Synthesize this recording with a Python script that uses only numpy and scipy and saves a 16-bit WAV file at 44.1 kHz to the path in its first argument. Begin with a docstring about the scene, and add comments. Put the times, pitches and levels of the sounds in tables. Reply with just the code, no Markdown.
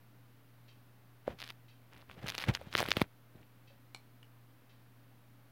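"""A faint, slightly wavering mains hum under rumble and hiss; a wall clock ticks about once a second.
Then fingers shift on the housing of a handheld camera, which crackles, rustles and thumps; later a
faint brief tone, and a button clicks down and up. Hum: a sine. Room, rustle and hand rumble: coloured
noise. Clock: noise bursts through resonances. Button: damped plastic modes with echoes. Thumps and
tone: damped sines of falling pitch. Crackles: groups of short one-cycle pulses with bright edges."""
import sys
import numpy as np
from scipy import signal
from scipy.fft import rfft, irfft, next_fast_len
from scipy.io import wavfile
from scipy.ndimage import uniform_filter1d, map_coordinates

SR = 44100
rng = np.random.default_rng(int(sys.argv[2]) if len(sys.argv) > 2 else 0)


def waveform_to_disk(signal):
    """Save audio, clipped to [-1, 1], as 16-bit WAV at the path in sys.argv[1]."""
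    frames = np.transpose(np.atleast_2d(signal))
    scaled = np.clip(frames, -1, 1) * 32767
    samples = np.round(scaled).astype(np.int16)
    wavfile.write(sys.argv[1], SR, samples)


N = 242991

# All levels and gains below are relative within their source unless marked rms.
# Room noise spectrum: freq_hz, gain_db
FLOOR_SPECTRUM = [(20, -3), (35, -6), (60, -0.5), (90, 0), (200, 0.5), (290, 3.5), (340, -5.5), (1480, -10),
                  (4000, -19.5), (7500, -28.5), (10000, -24.5), (12500, -20), (16000, -21)]
# Clock case resonances: centre_hz, width_hz, gain_db
CASE_RESONANCES = [(1884, 400, -8.5), (2610, 120, 1.5), (3150, 90, 3), (3870, 250, -3.5), (4580, 220, -4.5),
                   (5750, 1100, -16)]
# Clock ticks: start_s, level_db
CLOCK_TICKS = [(0.679, -57), (1.681, -59), (2.681, -61), (3.672, -59.5), (4.692, -61.5)]
# Button press, then release: start_s, level_db
BUTTON_CLICKS = [(3.9468, -33.5), (4.229, -53.5)]
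# Modes of the button's plastic: freq_hz, press_db, release_db, t60_s
PLASTIC_MODES = [(800, -2, -24.5, 0.022), (1480, -2.5, 4, 0.014), (1794, -0.5, 14.5, 0.0084),
                 (2309, 2, 6, 0.016), (2890, -1, 13, 0.015), (4200, -1.5, -6, 0.02),
                 (4400, -14, -16, 0.068), (4780, -12, -8, 0.018)]
# Early echoes of the button from near walls: delay_s, gain_db
WALL_ECHOES = [(.009, -16), (.0145, -11), (.025, -18)]
# Finger slides: start_s, length_s, rustle_db, rumble_db, crackle_db
FINGER_SLIDES = [(1.28, 0.046, -54, -46.5, -59), (1.381, 0.078, -65.5, -73, -48),
                 (1.449, 0.06, -64, -72, -50.5), (1.924, 0.11, -66, -59.5, -53.5),
                 (2.094, 0.058, -62, -58, -55), (2.171, 0.03, -59.5, -52.5, -54),
                 (2.226, 0.044, -51.5, -47, -58), (2.263, 0.062, -54, -55.5, -39.5),
                 (2.335, .03, -58, -67, -40.5), (2.378, 0.069, -52, -72, -36.5),
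                 (2.448, 0.024, -53, -54, -49), (2.485, 0.012, -38.5, -33.5, -29.5),
                 (2.539, 0.02, -50, -62, -40.5), (2.596, .095, -58.5, -54, -58),
                 (2.727, 0.067, -53.5, -63, -47), (2.783, 0.032, -39, -43.5, -30.5),
                 (2.836, 0.093, -48, -48.5, -34.5), (2.956, 0.053, -48.5, -49, -39),
                 (3.01, 0.012, -44, -44.5, -40), (3.354, .085, -73, -58, -63.5)]
# Rustle of sliding skin: freq_hz, gain_db
RUSTLE_SPECTRUM = [(180, -29.5), (300, -10.5), (1140, -8.5), (1250, -9.5), (1580, -7.5), (3400, -9),
                   (8220, -23), (11900, -25.5), (16000, -35)]
# Rumble of the moving hand: freq_hz, gain_db
RUMBLE_SPECTRUM = [(25, -49.5), (60, 7.0), (85, 4.5), (130, -2.0), (300, -9.5), (700, -12.5), (2000, -47.0)]
# Knocks through the housing, and last a faint brief tone near 560 Hz:
# start_s, peak_db, first_pitch_hz, t60_s, pitch_halving_s, contact_tick_db
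KNOCKS_AND_TONE = [(1.2788, -20.5, 574, 0.018, 0.1, -66), (1.296, -37, 210, 0.0067, .02, -70),
                   (1.346, -48, 302, 0.016, 0.0088, -75), (2.242, -35.5, 200, 0.046, 0.012, -70),
                   (2.486, -19.5, 168, 0.043, 0.0094, -43), (2.4952, -17.5, 131, 0.019, 0.016, -54.5),
                   (2.501, -24.5, 130, 0.066, 0.0083, -61), (2.614, -39.5, 615, 0.026, 0.037, -52),
                   (2.67, -41, 200, 0.04, 0.028, -70), (2.7527, -25, 895, 0.012, 0.0016, -50),
                   (2.787, -30, 1100, 0.0031, 0.003, -39), (2.8047, -18, 930, 0.0043, 0.0042, -30.5),
                   (2.813, -23.5, 800, 0.0073, 0.0021, -38.5), (2.828, -24.5, 720, 0.0098, 0.0067, -35.5),
                   (2.887, -27, 606, 0.011, 0.0018, -37), (2.97, -18.5, 625, 0.014, 0.00078, -34),
                   (3.0165, -15.5, 637, 0.033, 0.00097, -29), (3.354, -45.5, 217, 0.031, 0.05, -75),
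                   (3.705, -60, 559, 0.21, 2.6, -90)]
# Single crackles of skin letting go of the housing, loud and faint: start_s, level_db, pitch_hz
SINGLE_CRACKLES = [(1.2791, -38.5, 1000), (1.3885, -43, 3310), (1.392, -43, 3000), (1.4029, -34.5, 3100),
                   (1.412, -39, 3180), (1.4181, -30.5, 2900), (1.4266, -33.5, 2570), (1.4389, -36, 3060),
                   (1.4405, -34, 3020), (1.4433, -39, 3200), (1.466, -44, 2500), (1.477, -37, 2830),
                   (1.49, -39, 3500), (1.4951, -41, 2680), (1.4993, -37.5, 2620), (1.5038, -30.5, 2800),
                   (1.509, -42.5, 2000), (1.523, -52, 2700), (1.9354, -50, 1930), (2.0981, -41.5, 1660),
                   (2.1134, -39, 2080), (2.2622, -37.5, 1470), (2.2674, -33.5, 3750), (2.2738, -31, 2400),
                   (2.2824, -27, 3040), (2.2872, -24, 3300), (2.2952, -27, 3140), (2.301, -23.5, 3500),
                   (2.312, -36, 2530), (2.322, -33.5, 2880), (2.338, -41, 2500), (2.347, -35.5, 2310),
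                   (2.3512, -28.5, 3100), (2.3809, -21.5, 3480), (2.387, -29, 2900), (2.402, -29.5, 2770),
                   (2.4085, -34, 3300), (2.416, -31.5, 3100), (2.4243, -30.5, 2830), (2.4398, -24, 2210),
                   (2.4879, -30, 2900), (2.5506, -19, 3320), (2.558, -36.5, 2600), (2.5624, -36, 1900),
                   (2.5726, -37.5, 1840), (2.6144, -44, 1640), (2.7284, -31, 3020), (2.7394, -35, 1940),
                   (2.7524, -14, 2380), (2.7636, -31.5, 3520), (2.77, -24.5, 3460), (2.7789, -18.5, 3260),
                   (2.7867, -21, 1900), (2.7912, -24, 3300), (2.796, -20.5, 2430), (2.8031, -20.5, 3580),
                   (2.821, -26.5, 2800), (2.8283, -26, 1640), (2.839, -33, 2000), (2.8555, -32.5, 1696),
                   (2.862, -29, 2623), (2.8869, -25, 2170), (2.9071, -22.5, 3500), (2.9171, -10, 2790),
                   (2.929, -34.5, 2812), (2.938, -33.5, 2220), (2.9688, -17.5, 2420), (2.9974, -31.5, 2150),
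                   (3.0134, -28, 2330), (3.0171, -15.5, 2220), (3.0233, -29.5, 3060), (3.042, -43.5, 1487)]
# Treble of contact ticks and crackle edges: freq_hz, gain_db
TREBLE_SPECTRUM = [(3500, -20.5), (6000, -50.5), (8000, 2), (10000, 7), (16000, 2.5)]

HUM_HZ, HUM_RMS_DB, FLOOR_RMS_DB = 119.8, -62, -65.5
LOW_CUT_HZ, TOP_HZ, CONVERTER_OFFSET = 36, 15900, -.0005
RISE_DB_PER_S, SAG_DB_PER_S = 798, 38
RUSTLE_FALL_DB_PER_S, RUMBLE_FALL_DB_PER_S = 698.5, 453.5
# Crackles within a slide: median gap, its log spread, size spread, median pitch, pitch spread (20 log10 ratio)
GAP_S, GAP_LOG_SPREAD, SIZE_SPREAD_DB = .006, .6, 3
SLIDE_CRACKLE_HZ, PITCH_SPREAD_DB = 2500, 2.5


def amp(db):
    """Gain of a level in dB."""
    return 10 ** (np.asarray(db) / 20)


def unit(x):
    """x at rms 1."""
    return x / np.sqrt(np.mean(x ** 2) + 1e-20)


def noise(length=N):
    """White Gaussian noise."""
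    return rng.standard_normal(length)


def along(points, hz):
    """(freq_hz, value) points interpolated on a log frequency axis."""
    f, v = np.transpose(points)
    return np.interp(np.log(hz + 1), np.log(f + 1), v)


def wobble(knots_per_s):
    """A smooth random curve: a spline through random knots."""
    knots = noise(int(N * knots_per_s / SR) + 4)
    return map_coordinates(knots, [np.arange(N) * knots_per_s / SR])


def filtered(x, response):
    """x times a complex response of frequency."""
    m = next_fast_len(N + SR // 2)
    return irfft(rfft(x, m) * response(np.fft.rfftfreq(m, 1 / SR)), m)[:N]


def coloured(x, spectrum):
    """x through a spectrum of (freq_hz, gain_db) points."""
    return filtered(x, lambda hz: amp(along(spectrum, hz)))


def ring(t, hz, t60_s, attack_s):
    """A damped sine with a soft start."""
    return np.sin(2 * np.pi * hz * t) * amp(-60 * t / t60_s) * (1 - np.exp(-t / attack_s))


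def add(track, start_s, sound):
    """Mix a sound into the track, cut at its end."""
    part = track[round(start_s * SR):][:len(sound)]
    part += sound[:len(part)]


def room():
    """A hum of slightly wavering pitch and level over steady rumble and hiss."""
    phase = 2 * np.pi * np.cumsum(HUM_HZ + 0.266 * wobble(6)) / SR
    hum = np.sqrt(2) * amp(HUM_RMS_DB + 1.1 * wobble(6.92)) * np.sin(phase)
    return hum + amp(FLOOR_RMS_DB) * unit(coloured(noise(), FLOOR_SPECTRUM))


def clock():
    """Far ticks, smeared by the room, through the case resonances; the hand settles 0.1 s later."""
    blows, t = np.zeros(N), np.arange(SR // 3) / SR
    for start_s, level_db in CLOCK_TICKS:
        for wait_s, gain_db in [(0, 9.5), (.1, -10.5)]:
            envelope = amp(level_db + gain_db - 60 * t / 0.3) * (1 - np.exp(-t / 0.002))
            add(blows, start_s + wait_s, envelope * noise(len(t)))

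    def case(f):
        """Sum of band-pass resonances of alternating sign."""
        total = 0
        for k, (centre, width, gain_db) in enumerate(CASE_RESONANCES):
            bandpass = 1j * f * width / (centre * centre - f * f + 1j * f * width)
            total = total + (-1) ** k * amp(gain_db) * bandpass
        return total

    return filtered(blows, case)


def button():
    """A dome snap rings the plastic briefly and unevenly; near walls repeat it, the room smears it."""
    out, t = np.zeros(N), np.arange(SR // 5) / SR
    for is_release, (start_s, level_db) in enumerate(BUTTON_CLICKS):
        modes = np.zeros(len(t))
        for hz, press_db, release_db, t60_s in PLASTIC_MODES:
            gain = amp((release_db if is_release else press_db) + rng.normal(0, 1))
            unevenness = 1 + 2.6 * uniform_filter1d(noise(len(t)), size=60)
            modes += gain * ring(t, hz, t60_s, attack_s=0.00028) * unevenness
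        snap = 1.8 * amp(-60 * t / 0.014) * uniform_filter1d(noise(len(t)), size=3)
        click = modes + snap
        room_response = amp(-37.5 - 60 * t / 0.24) * noise(len(t))
        for delay_s, gain_db in WALL_ECHOES:
            room_response[round(delay_s * SR)] += amp(gain_db)
        add(out, start_s, amp(level_db - 8.0) * click)
        add(out, start_s, amp(level_db - 10.5) * signal.fftconvolve(click, room_response))
    return out


def slide_db(column, fall_db_per_s):
    """Level over time: each slide rises, sags while it lasts and falls away; the loudest counts."""
    t = np.arange(N) / SR
    start_s, length_s, level_db = (np.array(FINGER_SLIDES)[:, [k]] for k in (0, 1, column))
    since = t - start_s
    rise_db = RISE_DB_PER_S * np.maximum(-since, 0)
    sag_db = SAG_DB_PER_S * np.clip(since, 0, length_s)
    fall_db = fall_db_per_s * np.maximum(since - length_s, 0)
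    return np.max(level_db - rise_db - sag_db - fall_db, axis=0)


def sliding_grip(spike_db=3, slip_chance=0.036, smooth=0.2):
    """Sliding skin: many tiny uneven slips over some smooth noise; the moving hand rumbles."""
    rustle_db = slide_db(column=2, fall_db_per_s=RUSTLE_FALL_DB_PER_S)
    rumble_db = slide_db(column=3, fall_db_per_s=RUMBLE_FALL_DB_PER_S)
    slips = (rng.random(N) < slip_chance) * amp(spike_db * wobble(150)) * noise()
    rustle = unit(coloured(unit(slips) + smooth * noise(), RUSTLE_SPECTRUM))
    rumble = unit(coloured(noise(), RUMBLE_SPECTRUM))
    # a hand that presses hard rumbles more than it rustles; its rustle is a dull, dense scrape
    press = np.clip((rumble_db - rustle_db + 5.0) / 14, 0, 1)
    dense = amp(2.5 * wobble(200)) * unit(coloured(noise(), RUSTLE_SPECTRUM))
    scrape = unit(filtered(0.47 * rustle + dense, lambda hz: 1 / (1 + (hz / 2500) ** 2)))
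    return amp(rustle_db) * ((1 - press) * rustle + press * scrape) + amp(rumble_db) * rumble


def thumps_and_tone():
    """Each knock, and the faint tone, is a damped sine of falling pitch with a bright tick at its start."""
    out, ticks, t = np.zeros(N), np.zeros(N), np.arange(SR // 8) / SR
    for start_s, peak_db, hz, t60_s, halving_s, tick_db in KNOCKS_AND_TONE:
        add(ticks, start_s, amp(tick_db - 60 * t / .0025) * noise(len(t)))
        turns = hz * halving_s * np.log1p(t / halving_s)
        swing = -np.sin(2 * np.pi * turns) * amp(-60 * t / t60_s)
        add(out, start_s, amp(peak_db) * swing / np.abs(swing).max())
    return out + coloured(ticks, TREBLE_SPECTRUM)


def slide_crackles(count=30):
    """Sliding skin lets go repeatedly at uneven gaps; rows as in SINGLE_CRACKLES, silent after the slide."""
    rows = []
    chance = rng.standard_normal((len(FINGER_SLIDES), 3, count))
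    for (start_s, length_s, _, _, crackle_db), (gap, size, pitch) in zip(FINGER_SLIDES, chance):
        t = np.cumsum(GAP_S * np.exp(GAP_LOG_SPREAD * gap)) - GAP_S / 2
        level_db = np.where(t < length_s, crackle_db + SIZE_SPREAD_DB * size, -np.inf)
        rows += zip(start_s + t, level_db, SLIDE_CRACKLE_HZ * amp(PITCH_SPREAD_DB * pitch))
    return rows


def crackles(width_cycles=0.27, spread_s=0.001, rest_db=-8, edge_db=-12, duller=0.7):
    """A main slip among six usually weaker ones, each a one-cycle pull; strong ones have duller edges."""
    body, edge, t = np.zeros(N), np.zeros(N), np.arange(-40, 40) / SR
    rows = SINGLE_CRACKLES + slide_crackles()
    chance = rng.standard_normal((len(rows), 7, 5))
    for (main_s, level_db, hz), slips in zip(rows, chance):
        if np.isinf(level_db):
            continue
        for k, (when, size, pitch, bright, lean) in enumerate(slips):
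            if k == 0:  # main slip
                start_s, gain, pitch_ratio = main_s, amp(level_db + 4.0), 1
            else:
                start_s = main_s + spread_s * (when + .3)
                gain = amp(level_db + rest_db - 3 * abs(when) + 2.2 * size)
                pitch_ratio = amp(1.5 * pitch)
            cycles = t * hz * pitch_ratio
            pull = -np.cos(2 * np.pi * cycles + 0.75 * lean) * np.exp(-(cycles / width_cycles) ** 2 / 2)
            add(body, start_s + t[0], gain * pull)
            bright_db = edge_db - duller * max(level_db + 26.5, 0) + 3.2 * bright
            edge[round(start_s * SR)] += gain * amp(bright_db) * hz / 2600
    return body + coloured(edge, TREBLE_SPECTRUM)


def scene():
    """All sources at one microphone."""
    return (room() + clock() + button() + sliding_grip() + thumps_and_tone() + crackles())[None]


def record(dry):
    """A steep low cut, nothing from the band limit up, and a small converter offset."""
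    def response(hz):
        """Fourth-power high-pass with a sharp upper limit."""
        return (1j * hz / (1j * hz + LOW_CUT_HZ)) ** 4 * (hz < TOP_HZ)

    return CONVERTER_OFFSET + filtered(dry[0], response)[None]


dry = scene()
out = record(dry)
waveform_to_disk(out)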